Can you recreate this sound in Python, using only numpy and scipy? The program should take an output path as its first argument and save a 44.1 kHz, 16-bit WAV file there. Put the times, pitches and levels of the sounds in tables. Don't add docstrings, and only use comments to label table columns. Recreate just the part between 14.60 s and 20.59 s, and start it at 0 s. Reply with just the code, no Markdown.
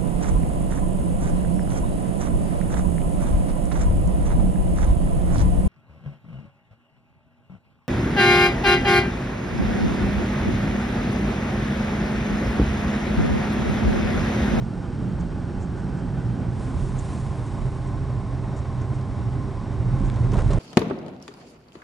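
import sys
import numpy as np
from scipy import signal
from scipy.fft import rfft, irfft
from scipy.io import wavfile
from scipy.ndimage import uniform_filter1d

SR = 44100
rng = np.random.default_rng(int(sys.argv[2]) if len(sys.argv) > 2 else 0)


def unload_audio(sound):
    columns = np.transpose(np.atleast_2d(sound))
    steps = np.round(np.clip(columns, -1, 1) * 32767)
    wavfile.write(sys.argv[1], SR, steps.astype(np.int16))


N = 264159
TIME, BINS = np.arange(N) / SR, np.fft.rfftfreq(N, 1 / SR)

# frequency in Hz, relative level in dB.
SIDE_SPECTRUM = [(20, -17.5), (40, -8), (58, 0), (85, -3), (130, -2), (155, -2.5), (200, -7), (260, -5.5),
                 (380, -18), (450, -18), (620, -22), (850, -24), (1050, -26), (1650, -31), (2200, -37.5),
                 (4000, -52.5), (9000, -59.5)]
FORWARD_SPECTRUM = [(20, -25), (33, 3), (42, 3), (90, 3), (128, -3), (170, -5), (205, -8.5), (250, -13),
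                    (300, -10), (335, -18.5), (450, -21), (590, -19.5), (930, -24), (1180, -28),
                    (1650, -33.5), (2600, -42.5), (4000, -51), (9000, -55)]
# frequency in Hz, width in Hz, lift in dB facing sideways, then forward.
CABIN_MODES = [(150.7, 14, -0.5, -5.5), (356.7, 18, 5, 4.5), (391.3, 27.3, 2.5, 9.5), (819, 63, 5.5, 4.5),
               (1051, 33, -0.5, 7), (1480, 49, 4.5, 4.5), (2080, 440, -3, 2.5), (3160, 140, 7, 3.5),
               (3750, 270, 2.5, 7.5)]
# time in seconds, roughness in dB over smooth asphalt.
ROUGHNESS = [(0, -1.5), (1.2, 0), (4.95, -0.5), (5.4, 3), (5.68, 3), (5.79, 6.5), (5.99, 5)]
# start in seconds, level in dB, seconds to fall 60 dB.
ROAD_DIPS = [(0.489, -26, 1.2), (0.959, -23, 0.36), (2.131, -19.5, 0.75), (2.95, -24.5, 0.72),
             (3.3, -22, 0.55), (4.33, -29, 0.69)]
# time in seconds, drone pitch in Hz.
ENGINE_PITCH = [(1.4, 129), (1.75, 125), (2.5, 130), (4.2, 129), (4.7, 123), (5.55, 124.5), (5.8, 116),
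                (5.99, 112.5)]
# multiple of the drone pitch, relative level in dB.
ENGINE_ORDERS = [(.5, -17.5), (1, 5), (3, -19)]
# time in seconds, relative level in dB.
ENGINE_LEVEL = [(0.0, -29.5), (0.25, -45.5), (0.49, -28.5), (0.68, -47), (0.82, -32.5), (1.09, -43),
                (1.73, -26), (2.1, -33.5), (2.36, -26.5), (2.48, -42), (2.62, -30), (2.99, -31.5),
                (3.07, -25), (3.17, -41.5), (3.33, -28.5), (3.55, -25.5), (3.67, -40), (3.76, -29.5),
                (4.06, -33.5), (4.3, -23.5), (4.58, -35.5), (4.73, -24.5), (4.96, -34.5), (5.32, -24.2),
                (5.52, -28), (5.61, -21.5), (5.98, -27)]

# middle in seconds, level in dB, half length in seconds.
FLANK_SWELLS = [(.85, -54, 0.4), (1.2, -44.5, .07), (1.38, -46, 0.043), (1.62, -48, .1)]
SHELL_HEAVES = [(5.45, -27, .13), (5.8, -20.5, .08), (5.95, -26, .05)]
COARSE_PATCHES = [(.08, -38.5, 0.045), (.45, -31, 0.081), (1.24, -33, 0.085), (1.77, -34, 0.17),
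                  (2.57, -32, 0.041), (4.66, -35.5, 0.25), (5.42, -32, 0.099)]
SLEEVE_STROKES = [(2.05, -52, 0.11), (2.245, -51.5, 0.13), (2.508, -48.5, 0.18), (2.88, -56, 0.44)]
# start in seconds, level in dB, length in seconds, pitch in Hz.
TRIM_SCRAPES = [(0.592, -61, 0.028, 6470), (0.99, -61.5, 0.067, 7030), (1.15, -70, .08, 7000),
                (1.364, -64, 0.044, 6960), (2.379, -50, 0.026, 7250), (2.854, -62, 0.028, 7200),
                (3.958, -58.5, 0.048, 7100), (4.328, -64, 0.044, 7260), (5.442, -59, 0.044, 7200)]
# start in seconds, relative level in dB, seconds to fall 60 dB, ring pitch in Hz.
FITTING_TICKS = [(3.272, -49.5, 0.044, 7940), (4.213, -51.5, 0.072, 6330), (4.411, -46, 0.026, 4470),
                 (5.54, -50.5, 0.046, 6550), (5.559, -47, 0.062, 3780), (5.717, -43, 0.05, 5300),
                 (5.734, -43, 0.076, 3070), (5.767, -38.5, 0.023, 3750), (5.777, -40, 0.038, 2580),
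                 (5.788, -38, 0.038, 2375), (5.807, -44, 0.035, 3030), (5.905, -43, 0.17, 3810),
                 (5.932, -34.5, 0.022, 6500)]
BODY_KNOCKS = [(5.568, -31.5, 0.077, 428), (5.625, -31, 0.11, 400), (5.724, -25.5, .08, 363),
               (5.733, -27, 0.099, 994), (5.754, -21.5, .07, 576), (5.779, -20.5, 0.09, 432),
               (5.787, -26.5, .06, 790), (5.803, -28, 0.11, 642), (5.901, -22.5, 0.11, 575),
               (5.911, -25.5, 0.058, 1106), (5.933, -26.5, 0.079, 560), (5.972, -22.5, 0.1, 410)]
# frequency in Hz, relative level in dB.
CATCH_MODES = [(2350, -1), (2750, -4), (3450, 1), (3850, -5), (5500, -14), (7200, -11), (7950, -8),
               (8900, -14)]
# start in seconds, relative level in dB, seconds to fall 60 dB.
WHEEL_BLOWS = [(5.58, -16, 0.31), (5.708, -18, 0.24), (5.748, -15, 0.14), (5.826, -17.5, 0.21),
               (5.889, -10, .15), (5.923, -12.5, .15)]

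# frequency in Hz, relative level in dB.
TYRE_RUSH_SPECTRUM = [(220, -12.5), (330, 18.5), (520, 6.5), (650, -15), (900, 6), (1280, -1), (1530, 10),
                      (1750, -7.5), (2600, -25.5)]
HISS_SPECTRUM = [(1000, 6), (3000, 2.5), (4550, 3), (5400, 1), (5550, 9), (5720, 0), (7000, -2.5),
                 (8600, -0.5), (9400, -7.5)]
PANEL_SPECTRUM = [(120, -32), (160, 0), (180, 12.5), (210, 8), (240, 4), (290, -3), (340, -9), (450, -49.5)]
CLOTH_SPECTRUM = [(500, -17), (1500, 7.5), (2800, 6), (5200, 3), (8000, 5.5), (10000, 3.5)]
RATTLE_SPECTRUM = [(600, -13), (1500, 4.5), (2400, 1), (3600, -3), (4600, -5), (7000, -3.5), (10000, -8.5)]
KNOCK_SPECTRUM = [(200, -21), (300, -8), (400, 12), (520, 3.5), (620, 1.5), (900, -4), (1100, -2.5),
                  (1600, -9), (6000, -48)]
THUD_SPECTRUM = [(30, -5), (70, -8), (108, 19), (180, 17), (260, -16), (400, -31), (900, -45)]

# frequency in Hz, side over mid # in dB
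STEREO_SPREAD = [(30, -13, -21), (120, -24, -16.5), (220, -17, -14), (320, -14, -27), (560, -6.5, -12.5),
                 (900, -14, -33), (1500, -15, -11.5), (2550, -6, -5.5), (3100, -21.5, -20.5),
                 (4500, -44.5, -26.5), (10000, -19, -31.5)]
SIDEWAYS, AHEAD = 1, 2
# frequency in Hz, left minus right in dB.
MIC_BALANCE = [(35, -5.8), (65, -4), (125, -2.7), (190, -3), (300, -1.6), (550, -1.5), (1000, -.3),
               (2000, -1.6), (4000, -.8), (7000, -.2)]
# frequency in Hz, lead of the left microphone in radians.
MIC_PHASE = [(38, .75), (90, .42), (130, .31), (260, .2), (800, .06), (1600, 0)]


def amp(db):
    return 10 ** (np.asarray(db) / 20)


def unit(x):
    return x / np.sqrt(np.mean(x ** 2) + 1e-20)


def curve(rows):
    return np.interp(TIME, *np.transpose(rows))


def shape(rows, column=1):
    rows = np.asarray(rows, float)
    return np.interp(np.log(BINS + 1), np.log(rows[:, 0]), rows[:, column])


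def drift(rate_hz):
    return unit(irfft(rfft(rng.standard_normal(N)) * np.exp(-(BINS / rate_hz) ** 2), N))


def noise(spectrum_db, facing=AHEAD):
    mid, side = rfft(rng.standard_normal((2, N)))
    side = side * amp(shape(STEREO_SPREAD, facing))
    return unit(irfft(np.array([mid + side, mid - side]) * amp(spectrum_db), N))


def below(x, hz):
    return irfft(rfft(x) / (1 + (BINS / hz) ** 8), N)


def steady(x, seconds):
    power = uniform_filter1d((x ** 2).mean(0), max(int(seconds * SR), 1))
    return x / np.sqrt(abs(power) + 1e-12)


def hum(hz, waver, throb_db):
    turns = np.cumsum(hz * (1 + waver * drift(15.3))) / SR + rng.random()
    return unit(amp(throb_db * drift(25)) * np.sin(2 * np.pi * turns))


def blow(start, db, t60, rise_s):
    age = np.maximum(TIME - start, 0)
    return amp(db - 60 * age / t60) * (1 - np.exp(-age / rise_s))


def swells(rows):
    bells = [amp(db) * np.exp(-((TIME - middle) / half) ** 2) for middle, db, half in rows]
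    return np.linalg.norm(bells, axis=0)


def shaken(db, follow):
    return amp(db + follow * curve(ROUGHNESS))


def jolts():
    return np.linalg.norm([blow(*dip, rise_s=0.059) for dip in ROAD_DIPS], axis=0)


def road_noise(swing_s=(1.92, 2.43), flutter_db=1.01):
    side_db, forward_db = shape(SIDE_SPECTRUM), shape(FORWARD_SPECTRUM)
    for hz, width, side_lift, forward_lift in CABIN_MODES:
        peak = 1 / (1 + (2 * (BINS - hz) / width) ** 2)
        side_db += side_lift * peak
        forward_db += forward_lift * peak
    angle = np.interp(TIME, swing_s, [0, np.pi / 2])
    cabin = np.cos(angle) * noise(side_db, SIDEWAYS) + np.sin(angle) * noise(forward_db)
    deep, low = below(cabin, hz=79.2), below(cabin, hz=334.6)
    rumble = steady(deep, 0.14) * np.hypot(shaken(db=-35.3, follow=1.67), jolts())
    boom = steady(low - deep, 0.12) * shaken(db=-31, follow=0.96)
    roar = steady(cabin - low, 0.55) * shaken(db=-41, follow=0.48) * amp(flutter_db * drift(35))
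    return rumble + boom + roar


def engine_drone(gain_db=-1, rough_db=-8, mode_hz=108, mode_db=-8):
    pitch = curve(ENGINE_PITCH)
    orders = sum(amp(db) * hum(k * pitch, waver=0.04, throb_db=-1) for k, db in ENGINE_ORDERS)
    drone = unit(orders * (1 + amp(rough_db) * drift(26)))
    cabin_mode = amp(mode_db) * hum(mode_hz, waver=0.02, throb_db=2)
    return (drone + cabin_mode) * amp(gain_db + curve(ENGINE_LEVEL))


def bus_alongside(hz=178.4, level_db=-37, passed_s=1.7, fade_db_per_s=28):
    fundamental = hum(hz, waver=0.0234, throb_db=2.5)
    overtone = amp(-10) * hum(2 * hz, waver=0.03, throb_db=2.5)
    growl = unit((fundamental + overtone) * (1 + amp(-10) * drift(40)))
    behind_s = np.maximum(TIME - passed_s, 0)
    tyre_rush = noise(shape(TYRE_RUSH_SPECTRUM), SIDEWAYS) * swells(FLANK_SWELLS)
    return growl * amp(level_db - fade_db_per_s * behind_s) + tyre_rush


def shell_shudder(mode_hz=41, floor_db=-46, jolt_db=-8):
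    strength = np.hypot(amp(floor_db) + swells(SHELL_HEAVES), amp(jolt_db) * jolts())
    return hum(mode_hz, waver=0.038, throb_db=0) * strength


def whistle(hz=2165, level_db=-73.5):
    return hum(hz, waver=0.00067, throb_db=1) * amp(level_db)


def microphone_hiss(level_db=-57):
    return noise(shape(HISS_SPECTRUM)) * amp(level_db)


def panel_boom():
    return steady(noise(shape(PANEL_SPECTRUM)), 0.067) * swells(COARSE_PATCHES)


def trim_scrapes(chatter_db=-2.5):
    tones = np.zeros(N)
    for start, db, length, hz in TRIM_SCRAPES:
        stroke = np.sin(np.pi * np.clip((TIME - start) / length, 0, 1))
        tones += amp(db) * stroke * np.sin(2 * np.pi * hz * TIME)
    grain = 2 * drift(1900)
    return tones * grain * unit(amp(chatter_db * drift(300)))


def sleeve_rustle(grain_db=0.85):
    return noise(shape(CLOTH_SPECTRUM)) * swells(SLEEVE_STROKES) * amp(grain_db * drift(150))


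def tread_whine(hz=1050, half_width_hz=84, level_db=-50, entry_s=(2.1, 2)):
    band = noise(-20 * np.log10(1 + ((BINS - hz) / half_width_hz) ** 2))
    pulsing = unit(amp(1.1 * drift(14)))
    return band * pulsing * amp(level_db) * np.interp(TIME, entry_s, [0, 1])


def fitting_ticks(ring_db=-3.5, spread_hz=950):
    crack = steady(noise(shape(RATTLE_SPECTRUM)), 0.0017)
    ring = steady(drift(spread_hz)[None], 0.0018) * np.sqrt(2) * amp(ring_db)
    return sum(blow(start, db, t60, rise_s=0.001) * (crack + ring * np.sin(2 * np.pi * hz * TIME))
               for start, db, t60, hz in FITTING_TICKS)


def dashboard_buzz(level_db=-58, loose_at_db=3, clatter_db=-3):
    excess_db = curve(ROUGHNESS) - loose_at_db
    slope = np.where(excess_db > 0, 2.2, 12)
    clatter = unit(amp(clatter_db * drift(120)))
    return noise(shape(RATTLE_SPECTRUM)) * amp(level_db + excess_db * slope) * clatter


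def catch_snap(start_s=5.4997):
    ring = sum(amp(db) * np.sin(2 * np.pi * hz * (TIME - start_s)) for hz, db in CATCH_MODES)
    return ring * blow(start_s, db=-33, t60=0.008, rise_s=0.0002)


def body_knocks(ring_db=-2, slap_db=-4, spread_hz=110):
    slap = steady(noise(shape(KNOCK_SPECTRUM)), 0.0081) * amp(slap_db)
    ring_flutter = steady(drift(spread_hz)[None], 0.017) * np.sqrt(2) * amp(ring_db)
    hits = [blow(start, db, t60, rise_s=0.003) for start, db, t60, _ in BODY_KNOCKS]
    rings = sum(blow(start, db, t60, rise_s=0.0055) * np.sin(2 * np.pi * hz * (TIME - start))
                for start, db, t60, hz in BODY_KNOCKS)
    return slap * np.linalg.norm(hits, axis=0) + ring_flutter * rings


def wheel_thuds(gain_db=-1):
    hits = [blow(start, db + gain_db, t60, rise_s=0.01) for start, db, t60 in WHEEL_BLOWS]
    return steady(noise(shape(THUD_SPECTRUM)), 0.017) * np.linalg.norm(hits, axis=0)


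def scene():
    driving = road_noise() + tread_whine() + panel_boom() + shell_shudder() + engine_drone()
    outside = bus_alongside()
    rattles = dashboard_buzz() + wheel_thuds() + body_knocks() + fitting_ticks() + catch_snap()
    faint = trim_scrapes() + sleeve_rustle() + whistle() + microphone_hiss()
    return driving + outside + rattles + faint


def record(dry, top_hz=10000, fade_s=0.003):
    left_right = [0.5, -0.5]
    balance = amp(np.outer(left_right, shape(MIC_BALANCE)))
    phase = np.exp(1j * np.outer(left_right, shape(MIC_PHASE)))
    pair = irfft(rfft(dry) * balance * phase, N)
    fades = np.minimum(np.minimum(TIME, TIME[::-1]) / fade_s, 1)
    lowpass = signal.firwin(1023, top_hz, window=("kaiser", 9), fs=SR)
    return signal.oaconvolve(pair * fades, lowpass[None], "same")


dry = scene()
out = record(dry)
unload_audio(out)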